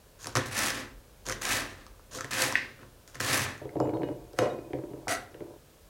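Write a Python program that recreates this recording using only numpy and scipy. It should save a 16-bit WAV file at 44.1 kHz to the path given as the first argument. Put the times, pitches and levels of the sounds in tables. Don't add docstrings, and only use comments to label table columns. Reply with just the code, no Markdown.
import sys
import numpy as np
from scipy import signal
from scipy.fft import rfft, irfft, next_fast_len
from scipy.io import wavfile
from scipy.ndimage import uniform_filter1d

SR = 44100
rng = np.random.default_rng(int(sys.argv[2]) if len(sys.argv) > 2 else 0)


def wav_record(signal):
    frames = np.transpose(np.atleast_2d(signal))
    bounded = np.clip(frames, -1, 1)
    quanta = np.round(bounded * 32767).astype(np.int16)
    wavfile.write(sys.argv[1], SR, quanta)


N = 259806
T = np.arange(N) / SR

# pitch_hz, level_db (relative), t60_s
BOARD_MODES = [(204.6, -5.5, 0.069), (249.3, -1.5, 0.076), (275.5, 2.5, 0.052), (350.5, 1.5, 0.051),
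               (409.5, -1, 0.056), (515, 3.5, 0.046), (688, 0.5, 0.039), (1052, -1, 0.065)]
# pitch_hz, level_db (relative), t60_s
TABLE_MODES = [(80, -16.5, 0.17), (90.6, -5.5, 0.32), (126.8, -0.5, 0.13)]


def undb(db):
    return 10 ** (np.asarray(db) / 20)


def unit(x):
    return x / np.sqrt(np.mean(x ** 2))


def peak(x):
    return x / np.max(np.abs(x))


def fade(n, t60):
    return np.exp(-np.log(1000) * n / (t60 * SR))


def band(x, lo_hz, hi_hz, order=2):
    sos = signal.butter(order, [lo_hz, min(hi_hz, .45 * SR)], "bandpass", fs=SR, output="sos")
    return signal.sosfilt(sos, x)


def below(x, hz):
    return signal.sosfiltfilt(signal.butter(1, hz, fs=SR, output="sos"), x)


def colour(x, tone):
    hz, db = np.transpose(tone)
    n = next_fast_len(len(x))
    f = np.arange(n // 2 + 1) * SR / n + 1
    gain = undb(np.interp(np.log(f), np.log(hz), db))
    return irfft(rfft(x, n) * gain, n)[:len(x)]


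def ring(x, modes):
    force = x + 1e-18
    y = 0
    for k, (hz, db, t60) in enumerate(modes):
        pole = np.exp(2j * np.pi * hz / SR - np.log(1000) / (t60 * SR))
        swing = signal.lfilter([0, pole.imag], [1, -2 * pole.real, abs(pole) ** 2], force)
        y = y + (-1) ** k * undb(db) * swing
    return y


def grit(per_s, spread_db):
    chance, size = rng.random(N), rng.standard_normal(N)
    sign = np.sign(rng.standard_normal(N))
    return unit((chance < per_s / SR) * sign * undb(spread_db * np.clip(size, -2, 2)))


def flicker(rate, depth_db):
    k = int(SR / rate)
    held = np.repeat(rng.standard_normal(N // k + 1), k)[:N]
    return undb(depth_db * uniform_filter1d(held, k))


def hush():
    # (relative, per Hz)
    hush_tone = [(12, -26.5), (20, -22), (45, -22), (70, -7.5), (198, -16.5), (270, -19.5), (527, -14.5),
                 (759, -24), (1710, -27), (1910, -31.5), (2200, -30), (4540, -32), (16000, -35)]
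    # time_s, level_db
    rumble_course = [(0.0, -63.5), (0.9, -54.5), (1.5, -52), (2.2, -57.5), (3.1, -62.5), (4.8, -60),
                     (5.88, -63.5)]
    s, db = np.transpose(rumble_course)
    rumble = unit(band(rng.standard_normal(N), 34, 52.7)) * undb(np.interp(T, s, db))
    tone = undb(-57.5) * unit(colour(rng.standard_normal(N), hush_tone))
    return tone + rumble


def kitchen(x, wet_db):
    # pitch_hz, t60_s
    room_decay = [(100, 0.68), (500, 0.43), (2000, 0.32), (6000, 0.16), (14000, 0.22)]
    hz, t60 = np.transpose(room_decay)
    after_s = np.arange(int(.7 * SR)) / SR
    tail = 0
    for f in 88 * 2 ** np.arange(8):
        octave = band(rng.standard_normal(len(after_s)), f / 2 ** .5, f * 2 ** .5)
        tail = tail + octave * undb(-60 * after_s / np.interp(np.log(f), np.log(hz), t60))
    tail *= np.clip(after_s / 0.0033 - .5, 0, 1)
    tail /= np.sqrt(np.sum(tail ** 2))
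    return x + undb(wet_db) * signal.fftconvolve(x, tail)[:N]


def rim():
    # pitch_hz, level_db (relative), t60_s
    rim_modes = [(2480, -5, 1), (2915, -1, 0.27), (3780, 3.5, 0.14), (4220, -8, 0.46), (5200, -3, .17),
                 (7210, -4.5, 0.29)]
    # start_s, level_db, favoured pitch_hz, fall of the other modes in db_per_octave
    rim_hits = [(3.801, -49.5, 7210, 32), (3.81, -55, 2915, 37), (3.94, -52.5, 4220, 62),
                (4.039, -57, 2915, 32), (4.389, -44, 3780, 7), (4.5, -55.5, 3780, 60)]
    out, tap = np.zeros(N + SR), 1. * (np.arange(SR // 2) == 0)
    for s, level_db, pitch_hz, fall_db in rim_hits:
        modes = [(hz, db + level_db - fall_db * abs(np.log2(hz / pitch_hz)), t60) for hz, db, t60 in rim_modes]
        i = int(s * SR)
        out[i:i + len(tap)] += ring(tap, modes)
    return out[:N] * flicker(70, 4.2)


def bowl():
    # pitch_hz, level_db (relative), t60_s
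    bowl_modes = [(272, -11, 0.078), (318, 3.5, 0.093), (409, 4.5, 0.038), (463, 4.5, 0.069),
                  (484, 4, 0.055), (586, 1, 0.065), (698, -3.5, 0.066), (862, -0.5, 0.028),
                  (945, -3.5, 0.052), (1004, -1, 0.024)]
    # start_s, level_db, strongest pitch_hz, hardness_db (slap re level)
    drops = [(3.615, -28.5, 540, -20), (3.631, -35, 436, -10), (3.655, -23.5, 407, -22),
             (3.692, -36.5, 400, -2), (3.755, -16.5, 690, -31), (3.768, -16, 320, -29),
             (3.802, -11.5, 700, -31), (3.815, -12, 317, -32), (3.857, -19.5, 318, -23),
             (3.873, -16, 307, -23), (3.893, -25, 320, -13.5), (3.937, -31.5, 318, -7.5),
             (3.97, -26, 483, -14), (4.019, -24, 315, -12), (4.033, -14.5, 304, -15),
             (4.087, -21.5, 580, -17), (4.098, -20.5, 315, -29), (4.114, -26, 583, -25),
             (4.334, -32, 449, -17), (4.389, -15, 412, 1), (4.414, -13.5, 500, -27), (4.423, -12, 500, -29),
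             (4.457, -14, 494, -18), (4.495, -31, 523, -12), (4.587, -24.5, 284, -20),
             (4.705, -28.5, 312, -26), (4.733, -20, 380, -10), (4.747, -18.5, 333, -42),
             (4.787, -23, 388, -18), (4.837, -24, 334, -21), (4.911, -27, 314, -31),
             (4.935, -24.5, 382, -18.5), (5.344, -31, 400, -10), (5.406, -27, 417, -13),
             (5.418, -23, 320, -30)]
    # time_s, level_db
    tumble = [(3.612, -49), (3.75, -51), (3.762, -40), (3.912, -30.5), (3.984, -38), (4.126, -49),
              (4.191, -53), (4.422, -61), (4.582, -73), (4.642, -51), (5.02, -49), (5.155, -76),
              (5.354, -51.5), (5.54, -53), (5.58, -53)]
    drop_thud_db, roll_thud_db = -16.5, -8.5
    out, weight = np.zeros(N + SR), np.zeros(N)
    where = rng.standard_normal((len(drops), len(bowl_modes) + 600))
    push = np.zeros(SR // 3)
    push[:30] = np.hanning(30)
    for (s, level_db, pitch_hz, hard_db), chance in zip(drops, where):
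        modes = []
        for (hz, db, t60), c in zip(bowl_modes, chance):
            favoured_db = db + 2 * c - 11.0 * abs(np.log2(hz / pitch_hz))
            modes.append((hz * (1 + c / 40), favoured_db, t60))
        i, noise = int(s * SR), chance[len(bowl_modes):]
        out[i:i + len(push)] += undb(level_db - 5.5) * peak(ring(push, modes))
        slap = band(noise * fade(np.arange(len(noise)), 0.013), 390, 2370, order=3)
        out[i:i + len(noise)] += undb(level_db + hard_db) * peak(slap)
        weight[i] = undb(level_db + drop_thud_db)
    s, db = np.transpose(tumble)
    bumps = np.convolve(grit(200, 5.0), np.hanning(30), "same")
    moving = bumps * undb(np.interp(T, s, db, left=-200, right=-200))
    rolling = ring(moving, bowl_modes) / np.std(ring(bumps, bowl_modes))
    table = TABLE_MODES[-1:]
    under = undb(roll_thud_db) * ring(moving, table) / np.std(ring(bumps, table))
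    return out[:N] + rolling + under + ring(weight, table)


def strokes(rows):
    fade_speed = [1.08, 1.3, 0.92, 0.57]
    lift_treble_db, lift_s = -6.5, 0.0067
    treble_sag_db_per_s = 27
    gains = np.zeros((4, N))
    for s, touch_db, to_turn, turn_db, contact, lift_db, fade_rate, *above_db in rows:
        turn = s + to_turn
        lift = turn + contact
        pressed = np.interp(T, [s, turn, lift], [touch_db, turn_db, lift_db], left=-200)
        after = np.maximum(T - lift, 0)
        leaving = lift_treble_db * np.minimum(after / lift_s, 1)
        sag = treble_sag_db_per_s * np.maximum(T - turn, 0)
        change_db = [0, leaving - sag, 0, 0]
        for gain, db, speed, change in zip(gains, [0] + above_db, fade_speed, change_db):
            gain += undb(pressed + db + change - speed * fade_rate * after)
    return uniform_filter1d(gains, size=60, axis=1)


def shifting(x, hz, depth_db):
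    low = below(x, hz)
    return low * flicker(18, depth_db) + (x - low) * flicker(20, depth_db)


def chatter():
    phase = np.cumsum(140 * flicker(60, 2.5) / SR) % 1
    strength = np.minimum(flicker(12, 3.4), 1.4)
    return undb(8 * strength * (np.exp(-phase / 0.21) - 0.57))


def rubbing(rows, tone, per_s, spread_db, rough_db, thrum_hz, blade_db):
    # pitch_hz, level_db (relative), t60_s
    blade_modes = [(700, 20.5, 0.029), (1030, -29, 0.045), (1330, -5, 0.063), (1416, 0, 0.04),
                   (1790, -4, 0.059), (1930, 11, 0.022), (2230, -21, 0.055), (2790, -4, 0.064),
                   (3340, -22, .05), (3850, -19, .05), (4970, -6, .05), (5690, 4, 0.075),
                   (6840, -26, 0.059), (7670, 4, .05), (10300, -2, .05)]
    mid_gain, treble_gain, thrum_gain, thud_gain = strokes(rows)
    slips = grit(per_s, spread_db) * flicker(90, rough_db)
    rasp = colour(slips, tone)
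    mid = below(rasp, 3500)
    treble = shifting(rasp - mid, 8300, 0.32) * flicker(350, 3.9) * chatter()
    mid = shifting(mid, 1740, 1.4)
    edge = mid_gain * unit(mid) + treble_gain * unit(treble)
    singing = undb(blade_db) * ring(edge, blade_modes)
    push = band(slips, thrum_hz / 2, thrum_hz * 2, order=1)
    thrum = ring(thrum_gain * push, BOARD_MODES) / np.std(ring(push, BOARD_MODES))
    thud = ring(thud_gain * slips, TABLE_MODES) / np.std(ring(slips, TABLE_MODES))
    return edge + singing + undb(-6.5) * (thrum + thud)


def sweeps():
    # treble_db, board thrum_db, table thud_db
    sweep_strokes = [(4.36, -61, 0.028, -47, 0.0022, -47, 900, -9, 9, 3),
                     (4.388, -34, 0.0018, -43, 0.042, -39, 148, -22, 15, -16),
                     (5.082, -33, 0.039, -29, 0.036, -39, 166, -9.5, -4, -24)]
    # pitch_hz, level_db (relative)
    sweep_tone = [(290, -50.5), (500, -40), (678, -20.5), (974, -14.5), (1050, 0), (1340, -2), (1620, -4),
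                  (1980, -13), (3650, -16), (4800, -12.5), (6420, -12.5), (9770, -12), (16000, -25)]
    return rubbing(sweep_strokes, sweep_tone, 12000, 3.4, 1.0, 510, -40.0)


def scrapes():
    # treble_db, board thrum_db, table thud_db
    scrape_strokes = [(0.354, -32, .002, -31.5, 0.025, -35.5, 111, -9, -4.5, -0.5),
                      (0.458, -49, 0.011, -54, 0.017, -59, 400, 7.5, -11, -2),
                      (0.51, -51, 0.072, -31.5, 0.12, -34.5, 125, 0, -3, -13),
                      (0.745, -43, 0.011, -46.5, 0.054, -48, 192, -6.5, 1, -10),
                      (1.414, -40.5, .11, -31, 0.081, -36, 120, -1, -2, -8.5),
                      (1.77, -66, 0.04, -56, .03, -63, 149, -27, 0, -5),
                      (2.308, -39.5, .11, -30, 0.083, -35.5, 108, -1.5, -2, -6),
                      (2.78, -70, 0.028, -63, 0.0064, -57.5, 300, -27, 11.5, 6),
                      (3.2, -38, 0.14, -29, 0.11, -35.5, 140, -2, -2, -1.5)]
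    # pitch_hz, level_db (relative)
    scrape_tone = [(470, -21.5), (800, 0.5), (953, -6.5), (1020, -2), (1190, -2.5), (1520, -2), (1760, 4.5),
                   (2130, -2.5), (2630, -1.5), (2870, -5), (6090, -4), (6650, -4.5), (11400, -8),
                   (15000, -19), (16000, -8)]
    return rubbing(scrape_strokes, scrape_tone, 14000, 4.3, 0.35, 175, -60.5)


def snaps():
    # start_s, crack_db, pitch_hz, treble_db (re crack), knock_db (re crack)
    cracks = [(0.244, -38, 1620, 9.5, -18), (0.2576, -32, 1640, 0, -1), (0.2703, -31.5, 1000, 12.5, 5),
              (0.3537, -21.5, 1250, 7.5, 3), (0.362, -22, 1530, -2, -3), (0.3704, -21, 1330, 6.5, 5.5),
              (0.3782, -25.5, 1780, -13, 5.5), (0.591, -40, 2140, -12, -25),
              (0.7041, -21.5, 1770, 3.5, -6.5), (1.266, -38.5, 1330, 14, -5), (1.2871, -27.5, 1330, 9, 0),
              (1.297, -25, 1400, 8, -12), (1.3063, -23.5, 1610, -14, -4), (1.3237, -26.5, 1560, 5, -25),
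              (1.42, -31.5, 1190, 9.5, -8), (1.4526, -26, 2150, 10.5, -16), (1.8657, -41.5, 1190, 3, -16),
              (1.995, -46.5, 1000, -15, 0), (2.1868, -29.5, 1330, -1, -16), (2.2084, -23.5, 1330, 0.5, -14),
              (2.2451, -28.5, 1740, 1.5, 1), (2.3124, -29, 1210, 4, -24), (2.3331, -23.5, 1840, 2, -15),
              (2.5245, -26.5, 1020, 3, -7), (2.5546, -8, 1865, -21, -27), (2.7916, -47, 1270, -18, -4),
              (2.8317, -40, 1150, -18, -17.5), (3.0777, -43, 1390, -2, -7),
              (3.1546, -33.5, 1660, -0.5, -1.5), (3.2038, -19.5, 1680, -4, -3.5),
              (3.579, -49, 1500, 6, -10), (3.8012, -31.5, 1000, -1.5, -6), (4.333, -58, 910, 15, 2),
              (4.3881, -21.5, 945, 0.5, 0), (5.0715, -25, 796, -26, -2), (5.0815, -22, 1930, 0, -4),
              (5.1505, -28, 1350, 0, -33)]
    tail_db, tail_t60_s = -25.5, 0.42
    out, force = np.zeros(N + SR), np.zeros(N)
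    chance = rng.standard_normal((len(cracks), SR // 4))
    n = np.arange(SR // 4)
    for (s, db, hz, treble_db, knock_db), noise in zip(cracks, chance):
        i = int(s * SR)
        blow = (n == 0) * 4. + noise * fade(n, .008)
        crack = band(blow, hz / 1.08, hz * 1.12) + 0.8 * band(blow, hz / 1.35, hz * 1.45, order=3)
        echo = band(noise, hz / 1.22, hz * 1.46, order=3) + 0.29 * band(noise, hz * 2, hz * 2.84)
        tail = undb(tail_db) * unit(echo) * fade(n, tail_t60_s)
        tick = band(blow, 4540, 7300) + 0.36 * band(blow, 3100, 11300)
        out[i:i + len(n)] += undb(db) * (peak(crack) + tail) + undb(db + treble_db) * peak(tick)
        force[i] += undb(db + knock_db)
    return out[:N] + undb(-13.5) * ring(force, BOARD_MODES) + undb(-15) * ring(force, TABLE_MODES)


def cuts():
    # treble_db, board thrum_db, table thud_db
    cut_strokes = [(0.19, -59, 0.033, -52, 0.042, -54.5, 120, -2.5, -6, 5),
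                   (0.274, -42, 0.0036, -49, 0.011, -54, 75, -16, 1, 2),
                   (1.254, -49.5, 0.028, -44, 0.039, -45, 120, -5, 6, 1.5),
                   (2.11, -54, 0.027, -50, 0.044, -47, 88, -5.5, 5.5, 0),
                   (3.076, -60, .004, -60.5, 0.046, -65.5, 100, 1.5, 0, 6),
                   (3.145, -49, .011, -57, 0.0065, -57, 200, -11, 0, 11)]
    # pitch_hz, level_db (relative)
    cut_tone = [(470, -78), (800, -1), (1340, -4.5), (1460, -3), (1660, 0), (2130, -12.5), (3140, -4),
                (4180, -3), (4510, -2.5), (7000, 4.5), (8130, -5), (9450, 1.5), (10300, -11), (12300, -5),
                (16000, -21)]
    return rubbing(cut_strokes, cut_tone, 9000, 3.5, 2.5, 400, -90)


def scene():
    close = cuts() + scrapes() + sweeps() + snaps() + bowl() + rim()
    action = kitchen(band(close, 54.8, 16300), -9)
    still = np.clip((5.58 - T) / 0.0099, 0, 1)
    return (action * still + hush())[None]


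def record(dry):
    return signal.sosfilt(signal.ellip(10, .2, 60, 15900, fs=SR, output="sos"), dry)


dry = scene()
out = record(dry)
wav_record(out)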